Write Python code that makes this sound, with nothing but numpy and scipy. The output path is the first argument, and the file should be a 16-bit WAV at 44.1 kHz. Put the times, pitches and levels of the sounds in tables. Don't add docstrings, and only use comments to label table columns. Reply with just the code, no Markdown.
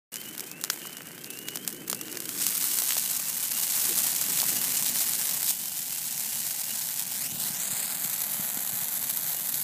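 import sys
import numpy as np
from scipy import signal
from scipy.fft import rfft, irfft, next_fast_len
from scipy.io import wavfile
from scipy.ndimage import map_coordinates

SR = 44100
rng = np.random.default_rng(int(sys.argv[2]) if len(sys.argv) > 2 else 0)


def generate_wav(sig):
    pcm = np.round(np.clip(np.atleast_2d(sig).T, -1, 1) * 32767).astype(np.int16)
    wavfile.write(sys.argv[1], SR, pcm)


N = 424683
TIME = np.arange(N) / SR
TOP_HZ = 15350


def amp(db):
    return 10 ** (np.asarray(db) / 20)


def unit(x):
    return x / np.sqrt(np.mean(x ** 2) + 1e-20)


def curves(rows, at=TIME):
    times, *columns = np.transpose(rows)
    return [np.interp(at, times, column) for column in columns]


def wobble(rate):
    knots = rng.standard_normal(int(N * rate / SR) + 4)
    return map_coordinates(knots, [TIME * rate], order=2)


def colour(x, points, size=4096):
    points_hz, points_db = np.transpose(points)
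    hz = np.fft.rfftfreq(size, 1 / SR)
    shape_db = np.interp(np.log(hz + 1), np.log(points_hz), points_db)
    cepstrum = irfft(np.log(amp(shape_db)))
    cepstrum[1:size // 2] *= 2
    cepstrum[size // 2 + 1:] = 0
    response = irfft(np.exp(rfft(cepstrum)))
    return signal.oaconvolve(x, response / np.linalg.norm(response))[:N]


def resonate(x, hz, q):
    return signal.lfilter(*signal.iirpeak(hz, q, SR), x)


def fade(x, life_s):
    keep = np.exp(-1 / (life_s * SR))
    return signal.lfilter([1 - keep], [1, -keep], x)


def add(track, s, sound):
    start = max(round(s * SR), 0)
    part = track[start:start + len(sound)]
    part += sound[:len(part)]


def bursts(rate, spread_db, ceiling_db):
    size = amp(np.minimum(spread_db * rng.standard_normal(N), ceiling_db)) ** 2
    chance = rate / SR
    return (rng.random(N) < chance) * size / size.mean() / chance


def hiss(power):
    return np.sqrt(np.abs(power)) * np.sign(rng.standard_normal(N))


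# time in seconds, needle level and twig level in relative dB.
CRACKLE_LEVEL = [(.13, -40.5, -51), (.58, -47, -52), (.72, -39.5, -49.5), (1.1, -46, -51.5),
                 (1.55, -43, -52.5), (1.85, -46.5, -53.5), (2.17, -42, -50.5), (2.36, -34.5, -48.5),
                 (2.42, -28, -45), (2.98, -26, -47.5), (3.3, -30, -47.5), (3.75, -25.5, -44.5),
                 (4.56, -26, -43), (4.62, -27, -43.5), (5, -25.5, -45), (5.42, -28.5, -45.5),
                 (5.5, -22.5, -47.5), (5.525, -32, -52.5), (6.3, -30, -49), (7.1, -31, -48.5),
                 (7.7, -30, -45), (8.3, -31, -44), (9.62, -32, -47.5)]
# frequency in Hz, relative level in dB.
NEEDLE_SPECTRUM = [(900, -40), (1900, -17), (2500, -12.5), (3400, -8.8), (4100, -6.2), (5700, -4.3),
                   (7000, -1.6), (8200, 0), (9900, -2.6), (11700, -.4), (13500, -.7), (15200, -2.5)]
# frequency in Hz, relative level in dB.
TWIG_SPECTRUM = [(250, -30), (410, -13), (520, -3), (780, -.5), (1050, -2.5), (1350, -2), (1900, 0),
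                 (2400, -.5), (3200, -9), (4200, -20), (7000, -35)]


def crackle(catch_db=-37):
    needle_db, twig_db = curves(CRACKLE_LEVEL)
    caught = 1 / (1 + np.exp((catch_db - needle_db) / 2))
    volleys = .48 + .45 * fade(bursts(230, spread_db=1.5, ceiling_db=5), life_s=.0035)
    clumps = volleys * unit(amp(.65 * wobble(30))) ** 2
    click_rate = clumps * (1100 + 3900 * caught)
    clicks = clumps * bursts(click_rate, spread_db=8.5, ceiling_db=15 + 3 * caught)
    direct, scatter = fade(clicks, life_s=.00003), fade(clicks, life_s=.00071)
    steam = fade(bursts(170 + 700 * caught, spread_db=6, ceiling_db=13), life_s=.0025)
    click_share, steady_hiss = .4 + .48 * caught, .1 - .05 * caught
    needle_power = click_share * (.75 * direct + .25 * scatter) + (1 - click_share) * steam + steady_hiss
    needles = colour(hiss(needle_power), NEEDLE_SPECTRUM)
    twigs = colour(hiss(.56 * direct + .33 * scatter + .39), TWIG_SPECTRUM)
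    return amp(needle_db) * needles + amp(twig_db - 1) * twigs


# start in seconds, levels of crack, steam and
# wood knock in relative dB, knock pitch in Hz.
RESIN_POPS = [(0.142, -14.5, -35.5, -36, 1800), (.168, -19, -36, -30, 1800), (0.4056, -20, -27, -34, 2200),
              (.6396, -6.5, -27, -22, 1700), (0.6478, -12, -32, -30, 1870), (0.7008, -8, -16, -15.5, 1280),
              (.853, -47, -56, -25.5, 1200), (0.9692, -22, -33, -33, 1500), (1.007, -33, -59, -26, 1350),
              (1.179, -48, -35, -29, 1340), (1.3037, -24, -29.5, -43, 1500),
              (1.4851, -17.5, -25.5, -21, 2200), (1.557, -16, -24.5, -29, 1500),
              (1.6773, -6, -23.5, -35, 2200), (1.703, -21, -37, -42, 2500), (1.878, -23, -31, -33, 1500),
              (1.899, -12, -20, -38, 2500), (1.9138, -21, -26, -38, 2010),
              (1.9295, -9.5, -26.5, -16.5, 1000), (2.012, -21, -26, -33, 1500),
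              (2.127, -15.5, -35, -37, 2000), (2.1715, -19, -27, -24, 1500),
              (2.2037, -12, -31.5, -41, 2200), (2.255, -19, -29, -41, 1300), (2.2921, -10, -32, -36, 1380),
              (2.467, -2.5, -24, -42, 1300), (2.6415, -7.5, -25, -45, 1200), (2.787, -7.5, -19, -32, 1800),
              (2.82, -12, -21, -29, 700), (2.9065, -11, -26, -15, 2100), (2.9674, -20, -21, -23.5, 775),
              (2.981, -6.5, -27, -35, 2500), (3.988, -7, -26, -42, 1510), (4.418, -4, -33, -43, 1500),
              (4.43, -24, -31, -20.5, 900), (4.615, -12, -20.5, -50, 1500), (4.825, -8, -24, -40, 1500),
              (4.863, -13, -22, -31, 2800), (5.214, -11, -25, -28, 1700), (5.431, -14, -27.5, -44, 1500),
              (5.5073, -6, -29, -37, 1500), (6.995, -9, -24.5, -44, 1500), (9.1013, -10, -33, -42, 2000),
              (9.173, -9, -32, -44, 1500), (9.4924, -15, -31, -38, 1800), (9.543, -11, -37, -29, 1500)]
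# frequency in Hz, relative level in dB.
SNAP_SPECTRUM = [(200, -42), (700, -6.5), (2000, -5), (6000, -1.5), (10000, -4), (15000, 2)]
# frequency in Hz, relative level in dB.
KNOCK_SPECTRUM = [(150, -33), (450, 9.5), (1000, -1.5), (2500, -1.5), (3800, 3), (8000, -26)]


def resin_pops(crack_life_s=.00007, steam_life_s=.0034, knock_life_s=.0009):
    sharp, dull = np.zeros(N), np.zeros(N)
    t = np.arange(SR // 40) / SR
    for s, crack_db, steam_db, knock_db, knock_hz in RESIN_POPS + small_pops():
        slit_hz = min(8760 * 2 ** (-(knock_db + 35.5) / 34), TOP_HZ)
        jet, wood = rng.standard_normal((2, len(t)))
        crack = np.cos(2 * np.pi * slit_hz * t) * np.exp(-t / crack_life_s)
        whistle = unit(resonate(jet, slit_hz, q=2))
        steam = (jet + .66 * whistle) * np.exp(-t / steam_life_s) * (1 - np.exp(-t / .0001))
        knock = resonate(np.sign(wood) * np.exp(-t / knock_life_s), knock_hz, q=2.2)
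        add(sharp, s, amp(crack_db + 6) * crack + amp(steam_db + .5) * steam)
        add(dull, s, amp(knock_db + 4) * knock / np.linalg.norm(knock))
    return colour(sharp, SNAP_SPECTRUM) + colour(dull, KNOCK_SPECTRUM)


def small_pops(count=40, typical_db=(-18, -30, -39.5), scatter_db=2.5, knock_hz=1400):
    jitter, pitch, *scatter = rng.standard_normal((count, 5)).T
    starts = np.clip((np.arange(count) + .5 + .5 * jitter) / count, 0, 1) * N / SR
    needle_db = curves(CRACKLE_LEVEL, at=starts)[0]
    lift_db = .22 * (needle_db - needle_db.mean())
    levels = np.array(typical_db)[:, None] + lift_db + scatter_db * np.array(scatter)
    return list(zip(starts, *levels, knock_hz * amp(3 * pitch)))


# start in seconds, relative level in dB.
NEEDLE_TICKS = [(0.158, -9), (0.215, -16), (0.2668, -29), (0.3107, -24), (0.3504, -15), (0.3956, -10),
                (0.4384, -21), (0.515, -12), (0.7327, -17), (0.818, -18), (0.8879, -25), (0.9065, -21),
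                (1.0199, -19), (1.1667, -31), (1.2146, -22), (1.2443, -14.5), (1.3483, -32), (1.3736, -17),
                (1.4974, -24), (1.5724, -9), (1.649, -14.5), (1.882, -12), (1.9733, -18.5), (2.0823, -15),
                (2.1545, -15), (2.6489, -11), (2.922, -6), (2.9336, -8), (4.2143, -1.5), (4.3744, -6),
                (4.4014, -2.5), (4.492, -10), (5.4789, -14)]


def needle_ticks(snap_life_s=.0001, tail_life_s=.0021, ring_hz=5000):
    track, t = np.zeros(N), np.arange(SR // 60) / SR
    envelope = np.exp(-t / snap_life_s) + amp(-13) * np.exp(-t / tail_life_s)
    for s, db in NEEDLE_TICKS:
        hz = min(ring_hz * amp(4 * rng.standard_normal()), TOP_HZ)
        click = np.sign(rng.standard_normal(len(t))) * envelope
        click = click + .86 * resonate(click, hz, q=2)
        add(track, s, amp(db + 4.5) * click / np.linalg.norm(click))
    return colour(track, SNAP_SPECTRUM)


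# peak time in seconds, half width in seconds, level in dB.
SPRIG_SPURTS = [(2.44, 0.032, -27), (4.19, 0.014, -32), (4.385, 0.043, -33), (4.495, .012, -29),
                (4.77, 0.0065, -25.5), (4.87, 0.0094, -33), (5.49, 0.013, -30)]
# frequency in Hz, relative level in dB.
SPURT_SPECTRUM = [(1000, -40), (2500, -4), (4500, -3), (8000, 4.5), (11000, 0.5), (15000, -2.5)]


def sprig_spurts():
    swell = sum(amp(db) * np.exp(-.5 * ((TIME - s) / width) ** 2) for s, width, db in SPRIG_SPURTS)
    volley = fade(bursts(1500, spread_db=5, ceiling_db=10), life_s=.0003)
    return swell * colour(hiss(volley), SPURT_SPECTRUM)


# time in seconds, relative level in dB.
ROAR_LEVEL = [(.4, -54.5), (.85, -53.5), (2.3, -49), (2.8, -55.5), (3.5, -52), (4.5, -48), (5, -49.5),
              (5.7, -54), (7.2, -53.5), (7.5, -50.5), (7.9, -52), (9.62, -52.5)]
# time in seconds, relative level in dB.
FLUTTER_LEVEL = [(1.1, -53.5), (2.15, -46.5), (2.55, -52.5), (3.3, -60), (4.5, -53), (5.4, -58), (6.2, -59)]
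# peak time in seconds, lift of the flutter in dB.
GAS_FLARES = [(3.91, 18.5), (4.3, 8), (4.53, 10)]
# frequency in Hz, relative level in dB.
ROAR_SPECTRUM = [(20, -42), (50, -45), (70, -24), (100, -13), (135, -2), (190, 0.5), (250, 0), (320, -11),
                 (420, -32), (900, -37.5)]
FLUTTER_SPECTRUM = [(120, -28.5), (220, -18), (290, 2), (370, 0), (460, -3), (600, -11), (1200, -33)]


def flames(flare_half_width_s=.019):
    flare_db = sum(db * np.exp(-.5 * ((TIME - s) / flare_half_width_s) ** 2) for s, db in GAS_FLARES)
    roar_db = curves(ROAR_LEVEL)[0] - 1 + 1.5 * wobble(14)
    roar = amp(roar_db) * colour(rng.standard_normal(N), ROAR_SPECTRUM)
    flutter_db = curves(FLUTTER_LEVEL)[0] - .5 + flare_db + wobble(18)
    flutter = amp(flutter_db) * colour(rng.standard_normal(N), FLUTTER_SPECTRUM)
    return roar + flutter


# start in seconds, relative level in dB, pitch in Hz.
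HAND_BUMPS = [(7.322, -43, 130), (7.343, -41, 149), (7.373, -43, 170), (7.41, -46, 150), (7.454, -43, 200),
              (7.502, -40, 159), (7.535, -45, 140), (7.697, -44, 140), (7.728, -41, 130),
              (8.049, -39, 152.5), (8.394, -35.5, 161), (8.57, -37.5, 202), (8.731, -44, 125),
              (8.821, -45, 129)]


def hand_bumps(rise_s=.0031):
    track, t = np.zeros(N), np.arange(SR // 16) / SR
    envelope = t / rise_s * np.exp(1 - t / rise_s)
    for s, db, hz in HAND_BUMPS:
        phase = 2 * np.pi * hz * (t + .0033 * (1 - np.exp(-t / .0024)))
        add(track, s, amp(db + 4) * envelope * (np.sin(phase) + .034))
    return track


# start in seconds, length in seconds, starting pitch in Hz, level in dB.
NEAR_PEEPS = [(.08, 0.13, 2740, -46.5), (0.135, 0.12, 2940, -45.5), (.21, .16, 2780, -46.5),
              (0.438, 0.24, 2376, -49), (.71, .12, 2930, -54), (0.787, 0.2, 2706, -48),
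              (0.785, .12, 2900, -49), (0.924, 0.11, 2780, -46), (1.05, .14, 2650, -55),
              (1.242, 0.24, 2474, -47), (1.27, .11, 2760, -51), (1.408, .16, 2750, -44.5),
              (1.47, .11, 2755, -46), (1.523, 0.18, 2910, -51), (1.685, 0.16, 2780, -51),
              (1.921, 0.16, 2545, -49), (1.94, 0.11, 2770, -52), (2.045, 0.14, 2760, -48),
              (2.177, .16, 2900, -51), (2.427, 0.11, 2830, -51), (2.703, .13, 2760, -49),
              (3.522, 0.098, 2710, -44), (4.19, 0.11, 2600, -48), (4.517, 0.12, 2760, -45),
              (5.534, .13, 2850, -51), (5.651, 0.12, 2660, -54), (6.258, .14, 2680, -48.5),
              (6.647, 0.11, 2720, -45), (7.253, .12, 2870, -55), (7.341, 0.12, 2750, -50),
              (8.298, 0.12, 2940, -51), (9.326, 0.12, 2780, -48)]
# time in seconds, gain in dB.
CHORUS_GAIN = [(2, 0), (2.7, 6), (5.3, 6), (5.7, 3), (7.4, 0), (8, -4)]


def frogs(far_calls=210, far_hz=2750, far_call_s=.147, echo_s=.5):
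    near, far = np.zeros(N), np.zeros(N)
    for s, length_s, start_hz, db in NEAR_PEEPS:
        add(near, s, amp(db) * peep(length_s, start_hz))
    for k, (jitter, pitch, level) in enumerate(rng.standard_normal((far_calls, 3))):
        call = amp(-58 + 2 * level) * peep(far_call_s, far_hz * amp(.4 * pitch))
        add(far, (k + jitter) / far_calls * N / SR, call)
    calls = near + amp(curves(CHORUS_GAIN)[0]) * far
    calls *= amp(1.5 * wobble(70))
    t = np.arange(int(echo_s * SR)) / SR
    echo = rng.standard_normal(len(t)) * amp(-60 * t / echo_s)
    return calls + amp(-9) * signal.oaconvolve(calls, echo / np.linalg.norm(echo))[:N]


def peep(length_s, start_hz, rise_hz_per_s=2300, waver_hz=16):
    progress = np.linspace(0, 1, int(length_s * SR))
    waver = np.interp(progress, np.linspace(0, 1, 20), rng.standard_normal(20))
    hz = start_hz + rise_hz_per_s * length_s * progress ** .93 + waver_hz * waver
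    swell = np.abs(np.sin(np.pi * progress)) ** 1.1
    return swell * np.sin(2 * np.pi * np.cumsum(hz) / SR)


# time in seconds, level in dB.
TOAD_LEVEL = [(2.2, -62.5), (2.6, -58), (5.6, -69)]


def toad(trill_hz=1540, pulse_hz=31):
    pulses = 1 + np.sin(2 * np.pi * pulse_hz * TIME + wobble(1.87))
    note = np.sin(2 * np.pi * trill_hz * TIME + 1.2 * wobble(90))
    return amp(curves(TOAD_LEVEL)[0] + wobble(2.9)) * unit(pulses * note)


def scene():
    fire = crackle() + sprig_spurts() + needle_ticks() + resin_pops() + flames()
    return (fire + frogs() + toad() + hand_bumps())[None]


def comb(hz, share, notch_hz, below_hz):
    reflected = share / (1 + (hz / below_hz) ** 6)
    return np.abs(1 + reflected * np.exp(1j * np.pi * hz / notch_hz)) ** 2 / (1 + reflected ** 2)


# time in seconds, share reflected from 0 to 1, first notch in Hz.
GROUND_ECHO = [(2.05, .25, 970), (2.6, .35, 620), (3, .22, 510), (5.3, .15, 430), (5.65, .5, 410),
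               (7.2, .45, 410), (7.7, .3, 400)]
# time in seconds, share reflected from 0 to 1.
PALM_ECHO = [(7.1, 0), (7.19, .42), (7.3, .42), (7.42, .24), (7.55, 0)]
# time in seconds, main notch in Hz, depth and ripple in dB before each band's weights.
HAND_GAP = [(7.16, 900, 0, 0), (7.22, 1090, -9, 0), (7.29, 1550, -1, -1), (7.38, 2110, 7, -3),
            (7.47, 2350, 7, -6), (7.51, 2700, 0, 1), (7.55, 4270, 10, -2), (7.65, 5600, 19, -5),
            (7.9, 5860, 9, 1.5), (8.2, 5240, 2, 10), (8.6, 5260, 5, 9), (9.62, 5330, 2, 11)]
GAP_BANDS = [(.48, .16, -.08, -.25), (.68, .11, .13, .15), (1, .085, -1.3, 0), (1.38, .14, .22, 0),
             (1.76, .06, -.15, -.65), (2.25, .16, 0, .48)]


def ground_and_hand(x, size=512):
    hz, t, spectrum = signal.stft(x, SR, nperseg=size)
    hz = hz[:, None]
    notch_hz, depth_db, ripple_db = curves(HAND_GAP, at=t)
    power = comb(hz, *curves(GROUND_ECHO, at=t), below_hz=1300)
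    power *= comb(hz, curves(PALM_ECHO, at=t)[0], notch_hz, below_hz=10000)
    for multiple, width, depth_weight, ripple_weight in GAP_BANDS:
        band = np.exp(-.5 * (np.log((hz + 1) / (multiple * notch_hz)) / width) ** 2)
        band_db = depth_weight * depth_db + ripple_weight * ripple_db
        power *= 1 + (amp(band_db) ** 2 - 1) * band
    return signal.istft(spectrum * np.sqrt(power), SR, nperseg=size)[1][:, :N]


def record(dry, opens_s=.118):
    opened = np.clip((TIME - opens_s) / .008, 0, 1)
    size = next_fast_len(N + SR // 2)
    passband = np.clip((TOP_HZ - np.fft.rfftfreq(size, 1 / SR)) / 250 + .5, 0, 1)
    spectrum = rfft(ground_and_hand(dry) * opened, size)
    return irfft(spectrum * passband, size)[:, :N]


dry = scene()
out = record(dry)
generate_wav(out)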